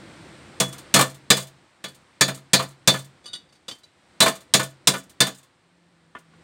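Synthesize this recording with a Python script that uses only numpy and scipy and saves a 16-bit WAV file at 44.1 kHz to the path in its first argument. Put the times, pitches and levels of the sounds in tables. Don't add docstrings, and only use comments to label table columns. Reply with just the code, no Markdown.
import sys
import numpy as np
from scipy import signal
from scipy.fft import rfft, irfft, next_fast_len
from scipy.io import wavfile
from scipy.ndimage import uniform_filter1d, map_coordinates

SR = 44100
rng = np.random.default_rng(int(sys.argv[2]) if len(sys.argv) > 2 else 0)


def materialize(psi):
    bounded = np.clip(np.atleast_2d(psi).T, -1, 1)
    quanta = np.round(bounded * 32767).astype(np.int16)
    wavfile.write(sys.argv[1], SR, quanta)


def to_linear_factor(level_db):
    exponent = np.asarray(level_db, float) / 20
    return 10 ** exponent


N = 283959
T = np.arange(SR // 2) / SR

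# start in seconds, relative strength in dB, metal ring in dB above the crack,
# weight (low parts) in dB above the crack, favoured mode in Hz (a value near no mode favours none).
BLOWS = [(0.6003, -7, -19, -17.5, 3403.5), (0.9401, -1.5, -11.5, -9.5, 4), (1.3025, -1.5, -6.5, -8.5, -2),
         (1.84, -26.5, -4.5, -4, 0), (2.2093, -4.5, -8, -8.5, 1751.5), (2.5329, -2, -7.5, -8.5, -1),
         (2.8744, -2, -7.5, -9, 1.5), (4.2038, -3.5, -5, -8.5, 0), (4.5377, -1.5, -9, -10.5, -4),
         (4.872, -1.5, -12.5, -12, 0), (5.204, -4.5, -7, -9, -2)]
# frequency in Hz, relative level in dB per Hz.
WOOD_COLOUR = [(90, -1), (250, 2.5), (700, -1), (1200, -7), (2000, -7), (3300, -7), (4200, -26),
               (9000, -29), (15000, -52)]


def unit(x):
    return x / np.sqrt(np.mean(x ** 2) + 1e-20)


def along(points, hz):
    f, v = np.transpose(points)
    return np.interp(np.log(hz + 1), np.log(f + 1), v)


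def wobble(rate):
    knots = rng.standard_normal(int(N * rate / SR) + 4)
    return map_coordinates(knots, [np.arange(N) * rate / SR])


def noise(spectrum):
    m = next_fast_len(N)
    white = rfft(rng.standard_normal(m))
    gain = to_linear_factor(along(spectrum, np.fft.rfftfreq(m, 1 / SR)))
    return unit(irfft(white * gain, m)[:N])


def add(track, s, x):
    track[round(s * SR):][:len(x)] += x


def burst(t60, rise):
    return to_linear_factor(-60 * T / max(t60, .005)) * (1 - np.exp(-T / max(rise, 1e-4)))


def chatter(t60, rise, share):
    tail = burst(t60, rise) * rng.standard_normal(len(T))
    return (T == 0) + share * tail / np.linalg.norm(tail)


def ring(modes, push, scatter_db, damp=1, spot_hz=0, free_t60=0, lift_db=10.5):
    hz, db, t60 = np.transpose(modes)[:, :, None]
    gap = np.abs(spot_hz / hz - 1)
    near = (gap == gap.min()) & (gap < .08)
    strength_luck, phase, pitch_luck = rng.standard_normal((3,) + db.shape)
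    hz = np.where(near, spot_hz, hz * (1 + 0.0042 * pitch_luck))
    t60 = np.where(near, np.maximum(damp * t60, free_t60), damp * t60)
    decay = to_linear_factor(db + lift_db * near + scatter_db * strength_luck - 60 * T / t60)
    tone = np.sum(decay * np.sin(2 * np.pi * hz * T + phase), axis=0)
    tone = tone * (1 - np.exp(-T / .0006))
    out = signal.fftconvolve(tone, push)[:len(T)]
    loudest = np.sqrt(np.max(uniform_filter1d(out ** 2, size=400)))
    return to_linear_factor(.5 * lift_db * near.any()) * out / loudest


def street():
    # time in seconds, hiss level in dB.
    street_levels = [(0.0, -50), (0.9, -50.5), (1.25, -57.5), (1.7, -60.5), (3.1, -60), (3.78, -65),
                     (4.15, -59), (4.7, -61.5), (5.3, -61.5), (5.56, -65), (6.13, -65), (6.44, -59)]
    # frequency in Hz, relative level in dB per Hz.
    rumble_colour = [(15, -50.5), (25, -21), (43, -19.5), (75, -3), (163, -1), (248, -4), (350, -1),
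                     (432, -11), (502, -4.5), (900, -30), (1170, -36), (1980, -120)]
    # frequency in Hz, relative level in dB per Hz.
    hiss_colour = [(350, -29), (600, -3), (725, -2), (2070, -4), (2750, -8.5), (4170, -10), (6600, -19.5),
                   (8520, -14), (10600, -31.5), (15000, -41.5)]
    seconds, level_db = np.transpose(street_levels)
    time = np.arange(N) / SR
    hiss_db = np.interp(time, seconds, level_db)
    hiss = to_linear_factor(hiss_db + 0.33 * wobble(5.7)) * noise(hiss_colour)

    rumble_db = hiss_db.max() + 1.1 * (hiss_db - hiss_db.max()) + 1.4
    rumble = to_linear_factor(rumble_db + 2 * wobble(8)) * noise(rumble_colour)

    start_s, fade_s, start_hz, sag_hz_per_s = 5.6, 0.051, 173, 13
    start_db, swell_db_per_s = -66, 6.5
    since = time - start_s
    swell = np.clip(since / fade_s, 0, 1) * to_linear_factor(start_db + swell_db_per_s * since)
    hz = start_hz - sag_hz_per_s * since + 3 * wobble(23)
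    tone = np.sqrt(2) * np.sin(2 * np.pi * np.cumsum(hz) / SR)
    return rumble + hiss + swell * to_linear_factor(2.6 * wobble(24)) * tone


def nook(x):
    # frequency in Hz, time to die by 60 dB in seconds.
    nook_decay = [(150, .22), (1000, 0.24), (5000, 0.25), (14000, 0.19)]
    out, step = np.zeros(N + SR), SR // 25
    hz, t, z = signal.stft(rng.standard_normal((N // step + 1, SR // 3)), SR, nperseg=256)
    fade = to_linear_factor(-60 * t / along(nook_decay, hz)[:, None])
    tails = signal.istft(z * fade, SR, nperseg=256)[1]
    for k, tail in enumerate(tails):
        piece = x[k * step:][:step]
        echo = signal.fftconvolve(piece, tail / np.linalg.norm(tail))
        add(out, k * step / SR + .003, echo)
    return out[:N]


def shoves():
    out = np.zeros(N + SR)
    push = burst(t60=0.048, rise=.003) * np.sin(2 * np.pi * 55 * T)
    for s, db, _, weight_db, _ in BLOWS:
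        add(out, s, to_linear_factor(db + weight_db - 22.5) * push)
    return out[:N]


def laid_down():
    # start in seconds, relative strength in dB, time to die by 60 dB in seconds.
    laid_times = [(6.15, -26, 0.053), (6.164, -34, 0.11), (6.334, -49, 0.11)]
    # frequency in Hz, relative level in dB, time to die by 60 dB in seconds.
    handle_modes = [(407, -10.5, 0.055), (704, -6.5, 0.068), (1000, -6, 0.044), (1160, 2, 0.05),
                    (1440, 4, 0.026), (1780, -2, 0.045), (2080, -14, 0.059), (2500, -20, 0.032),
                    (3050, -11, .05), (3300, -19, 0.044)]
    level, rings = np.zeros(N + SR), np.zeros(N + SR)
    for s, db, t60 in laid_times:
        add(level, s, to_linear_factor(db - 10.0) * burst(t60, 0.0021))
        push = chatter(.4 * t60, .001, share=0.9)
        add(rings, s, to_linear_factor(db - 9) * ring(handle_modes, push, scatter_db=1.5))
    return rings[:N] + level[:N] * noise(WOOD_COLOUR)


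def clinks():
    # start in seconds, relative strength in dB, scrape in dB above the ring,
    # share of the free ring time, favoured mode in Hz (0 = none).
    touches = [(3.241, -43, -10, 1, 0), (3.2572, -31.5, -13, 0.67, 4570), (3.276, -34.5, -31, 0.97, 3680),
               (3.332, -24, -17.5, 0.56, 3638), (3.3494, -30, -19, 0.62, 3682),
               (3.4894, -58, -9, 0.82, 4595), (3.5242, -54, -0.5, 0.55, 4600), (3.553, -51, -13, .55, 0),
               (3.6818, -28, -3, 0.48, 3480), (3.711, -31.5, -10, 0.32, 3124),
               (3.8336, -43, -8.5, 0.34, 3955)]
    # frequency in Hz, relative level in dB,
    # time to die by 60 dB in seconds before the grip damps it.
    pipe_modes = [(1180, -5, 0.13), (1450, -11.5, 0.26), (1900, -5, 0.058), (2950, -4, 0.22),
                  (3450, 7, 0.074), (3648, -9, 0.37), (3646, 1.5, 0.078), (3780, 4, 0.15),
                  (4160, -7, 0.091), (4540, 8.5, 0.12), (4780, 3, 0.16), (5180, -5, 0.11),
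                  (5980, -2, 0.065), (6400, -5, 0.054), (7370, -2, 0.056), (8080, -10, 0.039),
                  (8550, -18, 0.069), (8825, -1.5, 0.086), (9850, -12, 0.055), (10670, -13, 0.051)]
    # frequency in Hz, relative level in dB per Hz.
    tick_colour = [(1500, -22), (3000, -4), (6000, 1), (9400, -2.5), (9900, -13), (12500, -13),
                   (16000, -28)]
    rise_s = 0.0037
    level, rings = np.zeros(N + SR), np.zeros(N + SR)
    for s, db, scrape_db, damp, spot in touches:
        add(level, s, to_linear_factor(db + scrape_db - 4.5) * burst(0.13, rise_s / 3))
        push = chatter(0.038, rise_s, share=1.6)
        tone = ring(pipe_modes, push, scatter_db=3.0, damp=damp, spot_hz=spot, free_t60=0.088, lift_db=9)
        add(rings, s, to_linear_factor(db - 10.0) * tone)
    scrape = noise(tick_colour) + to_linear_factor(0.2) * noise(WOOD_COLOUR)
    return rings[:N] + level[:N] * scrape


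def jingle(count=16):
    # frequency in Hz, relative level in dB per Hz.
    jingle_colour = [(3000, -40), (5500, -9.5), (7000, 0), (9400, -2), (9900, -8), (13000, -10.5),
                     (16000, -14)]
    span_s, fade_db_per_s = .16, 170
    level = np.zeros(N + SR)
    for s, db, *_ in BLOWS:
        for when, luck in rng.random((count, 2)):
            late = .02 + span_s * when
            tick_db = db - 32.4 + 7.7 * luck - fade_db_per_s * late
            add(level, s + late, to_linear_factor(tick_db) * burst(t60=.055, rise=0.001))
    return level[:N] * noise(jingle_colour)


def contacts(rows, crack, knock, rise, snap_db, tone_db, thud_db, bench_db):
    # frequency in Hz, relative level in dB,
    # time to die by 60 dB in seconds before the hand damps it.
    metal_modes = [(3006, -12, 0.29), (3330, -11.5, .05), (3425, -1.5, 0.19), (3580, -2.5, 0.036),
                   (3540, 0, 0.065), (3567, 0.5, 0.14), (3770, -4.5, .06), (3957, 2.5, 0.065),
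                   (4200, -2, 0.15), (4290, -9.5, 0.19), (4606, -4, 0.19), (4950, -6, 0.12),
                   (4898, -21, .05), (6200, -11.5, 0.05), (6340, -6, 0.074), (6780, -8, 0.18),
                   (6760, -10.5, .05), (7420, -11, 0.021), (9050, -10.5, .05), (8650, -10.5, 0.032),
                   (9100, -14, 0.032)]
    # frequency in Hz, relative level in dB, time to die by 60 dB in seconds.
    stake_modes = [(997, -7, 0.096), (1057.3, -3.5, 0.041), (1187, 0, 0.042), (1474, -8.5, 0.12),
                   (1737, -2.5, 0.07), (1780, -6.5, 0.13), (2120, -8, 0.079), (2360, -1.5, 0.043)]
    # frequency in Hz, relative level in dB, time to die by 60 dB in seconds.
    bench_modes = [(135.8, -1, .4), (192.7, 2, .22), (266.7, -7.5, 0.32), (314, -18.5, 0.33),
                   (520, -2.5, 0.18), (652, -1.5, 0.22)]
    # frequency in Hz, relative level in dB per Hz.
    thud_colour = [(25, -20.5), (90, -25), (130, 0), (300, 0.5), (650, 2.5), (1200, -21), (3000, -56)]
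    t60 = 0.096
    level, rings = np.zeros((3, N + SR)), np.zeros(N + SR)
    for s, db, ring_db, weight_db, spot in rows:
        low_db = db + weight_db
        snap = to_linear_factor(snap_db) * burst(0.011, rise / 4)
        add(level[0], s, to_linear_factor(db - 5.5) * (burst(t60, rise) + snap))
        add(level[1], s, to_linear_factor(low_db - 1.4) * burst(1.126 * t60, 2.7 * rise))
        add(level[2], s, to_linear_factor(low_db + thud_db) * burst(1.477 * t60, 6 * rise))

        push = chatter(0.76 * t60, 4 * rise, share=1.7)
        metal = ring(metal_modes, push, scatter_db=3.0, damp=0.72, spot_hz=spot, free_t60=.22)
        add(rings, s, to_linear_factor(db + ring_db + tone_db - 3.5) * metal)
        push = chatter(0.82 * t60, 4 * rise, share=2.2)
        stake = ring(stake_modes, push, scatter_db=0.5, spot_hz=spot, free_t60=0.069)
        add(rings, s, to_linear_factor(low_db + tone_db - 9.5) * stake)
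        push = chatter(t60 / 3, rise, share=.4)
        bench = ring(bench_modes, push, scatter_db=1.5, spot_hz=spot)
        add(rings, s, to_linear_factor(low_db + bench_db) * bench)
    colours = (crack, knock, thud_colour)
    return rings[:N] + sum(env[:N] * noise(colour) for env, colour in zip(level, colours))


def landings():
    # start in seconds, relative strength in dB, weight in dB above the rattle,
    # favoured mode in Hz (0 = none).
    hops = [(0.604, -28, 12, 495), (0.7261, -29.5, -10.5, 1400.5), (0.7804, -31.5, -14, 0),
            (0.9594, -8, -1, 0), (0.9894, -11, 0.5, 1118), (1.0088, -9.5, -8, 0), (1.0964, -34.5, -16.5, 0),
            (1.1439, -38.5, -9.5, 0), (1.3678, -16, -7.5, 0), (1.4, -30, -22, 0),
            (1.4236, -35, -15, 2197.5), (1.4686, -39, -16, 0), (1.8819, -39, -17.5, 0),
            (1.9455, -43, -12.5, 0), (2.2797, -20, 0.9, 0), (2.345, -31.5, -18, 0), (2.3726, -42.5, -5, 0),
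            (2.5914, -25.5, 8, 1100), (2.6231, -27.5, -7.5, 0), (2.7057, -47, -4, 0), (2.9393, -26.5, 6, 0),
            (2.9888, -32.5, -23, 0), (3.0442, -41, -22, 0), (3.7487, -50, -7.5, 0),
            (3.7844, -51.5, -10.5, 0), (4.2219, -8, -3.5, 658), (4.2597, -16.5, 6, 1041),
            (4.2787, -15.5, -13.5, 0), (4.3524, -32.5, -10, 0), (4.405, -40.5, -9.5, 0),
            (4.594, -18, 1.5, 1474), (4.6295, -22, -21.5, 0), (4.9365, -25.5, 5, 1476.5),
            (5.0949, -40, -13.5, 0), (5.2672, -21, -3.5, 0), (5.3444, -40, -31, 0), (5.3842, -45.5, -9, 0),
            (5.4291, -47, -10, 0), (6.185, -47.5, -25, 0)]
    # frequency in Hz, relative level in dB per Hz.
    rattle_colour = [(1500, -29), (3000, -5), (5500, -7), (7000, -3.5), (9400, -1), (9900, -11),
                     (13000, -11), (16000, -14)]
    # frequency in Hz, relative level in dB per Hz.
    clatter_colour = [(500, -23.5), (850, -4), (1150, 1.5), (1500, -5), (2400, -9), (3500, -10.5),
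                      (6000, -38)]
    rows = [(s, db, -7 + .55 * weight, weight, spot) for s, db, weight, spot in hops]
    return contacts(rows, rattle_colour, clatter_colour, rise=0.0026, snap_db=-10.5,
                    tone_db=-5, thud_db=-5.5, bench_db=-10.5)


def blows():
    # frequency in Hz, relative level in dB per Hz.
    crack_colour = [(1500, -30), (2800, -4), (5000, -2), (9400, -1.5), (9900, -11.5), (13000, -14.5),
                    (16000, -15)]
    # frequency in Hz, relative level in dB per Hz.
    knock_colour = [(500, -24.5), (850, -3.5), (1500, 1.5), (2500, 1), (4000, -13), (8000, -39)]
    return contacts(BLOWS, crack_colour, knock_colour, rise=0.0016, snap_db=-3.0,
                    tone_db=-0.5, thud_db=-2, bench_db=-9)


def scene():
    bench = blows() + landings() + jingle() + clinks() + laid_down()
    low_hz = 100
    bench = signal.sosfilt(signal.butter(2, low_hz, "highpass", fs=SR, output="sos"), bench)
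    return (bench + to_linear_factor(-14.5) * nook(bench) + shoves() + street())[None]


def band_limit(x):
    return signal.sosfilt(signal.butter(12, 16810, fs=SR, output="sos"), x)


def record(dry):
    top_hz, ceiling, hardness = 15850, .98, 5
    x = signal.sosfilt(signal.ellip(10, .5, 60, top_hz, fs=SR, output="sos"), dry)
    rounded = x / (1 + np.abs(x / ceiling) ** hardness) ** (1 / hardness)
    return band_limit(rounded)


dry = scene()
out = record(dry)
materialize(out)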